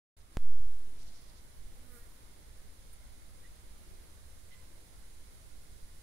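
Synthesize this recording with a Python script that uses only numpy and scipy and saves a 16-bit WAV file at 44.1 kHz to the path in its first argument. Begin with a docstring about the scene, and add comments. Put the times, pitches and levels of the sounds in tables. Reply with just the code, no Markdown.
"""A bumblebee feeds on a thistle in a quiet garden, close to a camera with two spaced microphones.
The input opens on far rumble, soft air and microphone hiss, fades up, and pops as its bias jumps.
Three soft knocks follow; then, from about 1 s, the florets rustle. After another knock the wings
pass near 2 s, their periodic beat radiating a buzz and a swish. Later come a few faint bird calls,
one with a rasp, more short ticks and, near 5.8 s, a last knock."""
import sys
import numpy as np
from scipy import signal
from scipy.fft import rfft, irfft, next_fast_len
from scipy.io import wavfile
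from scipy.ndimage import uniform_filter1d, map_coordinates

SR = 44100
rng = np.random.default_rng(int(sys.argv[2]) if len(sys.argv) > 2 else 0)


def to_wav(sig):
    """Store sig (one row per channel, or 1-D mono) as 16-bit WAV at the path in sys.argv[1].

    Samples outside -1..1 are clipped; the rate is SR.
    """
    pcm = np.clip(np.atleast_2d(sig), -1, 1) * 32767
    pcm = np.round(pcm).astype(np.int16)
    wavfile.write(sys.argv[1], SR, pcm.T)  # frames by channels


N = 265482
TIME = np.arange(N) / SR

# Spectral envelope of the wing-beat harmonics: f/Hz, relative level/dB
BUZZ_SPECTRUM = [(240, -0.5), (480, 0), (720, -11.5), (960, -29), (1200, -6), (1450, -4.5), (1700, -10),
                 (1930, -8), (2400, -19.5), (4000, -30)]
# Air at the wing tips: f/Hz, relative density/dB
SWISH_SPECTRUM = [(3000, -21), (7500, -8), (9500, 1), (13000, -2), (16000, -7)]
# Short rustles and ticks, and the rasp of a far bird call (at 4.536 s):
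# t/s, level/dB, duration sigma/s, centre f/Hz, band sigma/octaves, left minus right/dB
RUSTLES_AND_RASP = [(.212, -66.5, 0.0087, 3800, .6, -5), (1.017, -65, 0.024, 4770, 0.63, -8),
                    (1.083, -65.5, .016, 4700, 0.5, -9), (1.158, -66.5, 0.02, 5160, 0.44, -8),
                    (1.198, -70, 0.12, 4770, 0.44, -7), (1.297, -67.5, .012, 4400, 0.31, -9),
                    (1.38, -67.5, .018, 4700, 0.44, -7), (2.935, -65, 0.008, 10300, 0.2, -17),
                    (4.536, -66.5, .015, 3110, 0.42, -2), (4.58, -73, .016, 7750, .05, -9),
                    (4.646, -69, .02, 2200, 1.9, -7)]
# Knocks on the camera: t/s, level/dB, duration sigma/s
KNOCKS = [(0.544, -37, 0.0045), (.605, -36, 0.0027), (0.671, -35.5, 0.003), (1.658, -43, 0.0063),
          (5.831, -42, 0.0026)]
# Far birds: t/s, level/dB, duration sigma/s, pitch f/Hz, relative overtone level/dB
BIRD_CALLS = [(0.947, -74.5, 0.067, 426, -25), (3.454, -63, 0.013, 1954, -17),
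              (3.93, -72.5, 0.096, 364.4, -27), (4.533, -62.5, 0.016, 2030, -14),
              (4.6, -72, 0.033, 2030, -12), (4.602, -77.5, 0.057, 1020, -25)]
# Far rumble and soft garden air: f/Hz, relative density/dB
RUMBLE_SPECTRUM = [(4, 8), (12, 1.5), (25, -1), (38, -5), (55, -4), (85, -11.5), (125, -18), (200, -25.5),
                   (400, -47.5)]
AIR_SPECTRUM = [(60, -18), (200, -1.5), (350, -2.5), (520, -3.5), (750, -6.5), (1050, -7), (1500, -8.5),
                (2500, -14), (3500, -13.5), (6000, -21.5), (10000, -45), (16000, -36)]
# Self-noise of each microphone: f/Hz, relative density/dB
LEFT_HISS_SPECTRUM = [(100, 10), (2000, -1.5), (3300, 3.5), (5000, 3), (8000, -0.5), (11000, -1.5),
                      (16000, -2.5)]
RIGHT_HISS_SPECTRUM = [(100, 5), (2500, -6.5), (4500, -1), (6500, 0.5), (11000, -0.7), (16000, -1)]
# Resonances of the right microphone's port: f/Hz, bandwidth/Hz, peak level/dB
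PORT_RESONANCES = [(2110, 224, 18.5), (3920, 690, 11.5), (4820, 1070, 8.5), (6710, 1300, 7.5),
                   (9060, 1550, 9), (10100, 1470, 14)]


def wings(pass_s=1.961, miss_m=.039, speed_m_per_s=1.3):
    """Spherical spreading: the buzz of periodic wing beats falls as 1/distance, with a Gaussian fade."""
    distance_m = np.hypot(miss_m, speed_m_per_s * (TIME - pass_s))
    nearness = miss_m / distance_m * swell(pass_s, .32)
    beat_hz = 234.3 + 14 * swell(1.87, .065)  # the beat quickens on the approach
    beat_hz *= 1 + .0072 * wobble(70)
    phase = 2 * np.pi * np.cumsum(beat_hz) / SR
    tone = np.zeros(N)
    for k in range(1, 15):
        level_db = along(BUZZ_SPECTRUM, k * beat_hz) + 1.5 * wobble(35.3)
        offset = (k > 1) * rng.uniform(0, 2 * np.pi)
        tone += amp(level_db) * np.sin(k * phase + offset)
    hum = amp(-67) * swell(pass_s - .11, .033) * np.sin(phase)  # fundamental thrown ahead of the insect
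    buzz = amp(-63) * nearness * unit(tone) + hum
    draught = amp(-63.5) * nearness ** .92
    wake = amp(-81) * swell(pass_s + .16, .032)
    puffs = noise(SWISH_SPECTRUM, channels=2) * np.exp(.68 * np.cos(phase))  # one for each beat
    swish = (draught + wake) * unit(puffs)
    return buzz * pan(-9.5) + swish * pan(-14.5)


def rustles_and_rasp():
    """Band-limited noise in grainy bursts: short rustles and ticks, and the rasp of a far bird call."""
    out = np.zeros((2, N))
    for s, db, sigma_s, centre_hz, octaves, balance_db in RUSTLES_AND_RASP:
        grains = rng.standard_normal((2, N)) * amp(.87 * wobble(400))
        band = filtered(grains, lambda hz: np.exp(-.5 * (np.log2((hz + 1) / centre_hz) / octaves) ** 2))
        out += amp(db) * swell(s, sigma_s) * unit(band) * pan(balance_db)
    return out


def knocks():
    """Soft impact: one smooth pressure pulse on both microphones holds only low frequencies."""
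    return -sum(amp(db) * swell(s, sigma_s) for s, db, sigma_s in KNOCKS) * pan(-1.2)


def birds():
    """Frequency jitter and a partial at 1.5 times the pitch make the short, far calls hoarse."""
    out = np.zeros(N)
    for s, db, sigma_s, pitch_hz, overtones_db in BIRD_CALLS:
        phase = 2 * np.pi * np.cumsum(pitch_hz * (1 + .026 * wobble(350))) / SR
        overtones = np.sin(2 * phase) + np.sin(1.5 * phase)
        out += amp(db) * swell(s, sigma_s) * (np.sin(phase) + amp(overtones_db) * overtones)
    return out * pan(-11)


def pop(start_s=.37062, edge_s=.000011, drop_s=.026, settle_s=.13):
    """Step response: the input's bias jumps, swings back past zero and slowly settles."""
    t = np.maximum(TIME - start_s, 0)
    step = amp(-23) * (np.exp(-t / drop_s) - np.exp(-t / edge_s))
    swing = amp(-16.5) * t / settle_s * np.exp(1 - t / settle_s)
    return (swing - step) * pan(-1.3)


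def garden(calming_db_per_s=.21):
    """Partial coherence: far rumble and air reach both microphones; eddies flutter at each alone."""
    low = surround(RUMBLE_SPECTRUM, crossing_s=.00058) + amp(-2.5) * noise(RUMBLE_SPECTRUM, channels=2)
    rumble = amp(-50.5 + .43 * wobble(4.1)) * unit(low)
    breeze = surround(AIR_SPECTRUM, crossing_s=.00057) + amp(-9) * noise(AIR_SPECTRUM, channels=2)
    air_db = -65 - calming_db_per_s * TIME + .38 * wobble(4.53)
    air = amp(air_db) * patchy(breeze, depth_db=1.58)
    return (rumble + air) * pan(-1.1)


def hiss(rise_db_per_s=.34):
    """Self-noise of the microphones creeps up; port resonance colours and amplifies the right one."""
    def port(hz):
        peaks = sum(amp(db) ** 2 / (1 + (2 * (hz - centre_hz) / width_hz) ** 2)
                    for centre_hz, width_hz, db in PORT_RESONANCES)
        return np.sqrt(1 + peaks)

    left = amp(-1) * noise(LEFT_HISS_SPECTRUM, channels=1)
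    right = amp(-2) * filtered(noise(RIGHT_HISS_SPECTRUM, channels=1), port)
    return amp(-69 + rise_db_per_s * TIME) * np.vstack([left, right])


def surround(spectrum, crossing_s, count=8):
    """Diffuse field: plane waves from all round, each with its own lag between the microphones."""
    lags_s = crossing_s * np.cos(np.pi * (np.arange(count) + .5) / count)[:, None]
    waves = noise(spectrum, channels=count)
    pair = [filtered(waves, lambda hz: np.exp(side * 1j * np.pi * hz * lags_s)) for side in (-1, 1)]
    return unit(np.sum(pair, axis=1))


def patchy(x, depth_db):
    """Random amplitude modulation: narrow bands swell and fade on their own."""
    bands = signal.stft(x, nperseg=2048)[2]
    field = uniform_filter1d(rng.standard_normal(bands.shape[1:]), size=3, axis=0)  # over frequency
    field = uniform_filter1d(field, size=7, axis=1)  # over time
    return unit(signal.istft(bands * amp(depth_db * unit(field)), nperseg=2048)[1][:, :N])


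def noise(spectrum, channels):
    """Incoherent noises sharing one spectrum, at rms 1."""
    return unit(filtered(rng.standard_normal((channels, N)), lambda hz: amp(along(spectrum, hz))))


def filtered(x, response):
    """Linear filtering: the spectrum of x times a frequency response."""
    size = next_fast_len(N + SR // 2)
    return irfft(rfft(x, size) * response(np.fft.rfftfreq(size, 1 / SR)), size)[..., :N]


def wobble(knots_per_s):
    """Spline interpolation of random knots: a smooth fluctuation."""
    return map_coordinates(rng.standard_normal(int(N * knots_per_s / SR) + 4), [TIME * knots_per_s])


def swell(s, sigma_s):
    """Gaussian envelope centred on time s."""
    return np.exp(-.5 * ((TIME - s) / sigma_s) ** 2)


def pan(balance_db):
    """Two gains for a level difference, left minus right."""
    return amp([[balance_db / 2], [-balance_db / 2]])


def along(spectrum, hz):
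    """Interpolation of levels on a logarithmic frequency axis."""
    knots_hz, levels_db = np.transpose(spectrum)
    return np.interp(np.log(hz + 1), np.log(knots_hz + 1), levels_db)


def amp(db):
    """Amplitude ratio of a level in decibels."""
    return 10 ** (np.asarray(db) / 20)


def unit(x):
    """Normalisation to rms 1."""
    return x / np.sqrt(np.mean(x ** 2) + 1e-20)


def scene():
    """Superposition of all that reaches the two microphones."""
    return wings() + rustles_and_rasp() + knocks() + birds() + garden()


def record(dry, open_s=.166, top_hz=15750):
    """Gating and band limiting: the input opens, fades up and pops, all through a low-pass filter."""
    gate = np.clip((TIME - open_s) / .004, 0, 1)
    gain_db = np.interp(TIME, [.3, .328], [-3.5, .45])
    amplified = (dry + hiss()) * amp(gain_db) * gate
    return filtered(amplified + pop(), lambda hz: hz < top_hz)


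dry = scene()
out = record(dry)
to_wav(out)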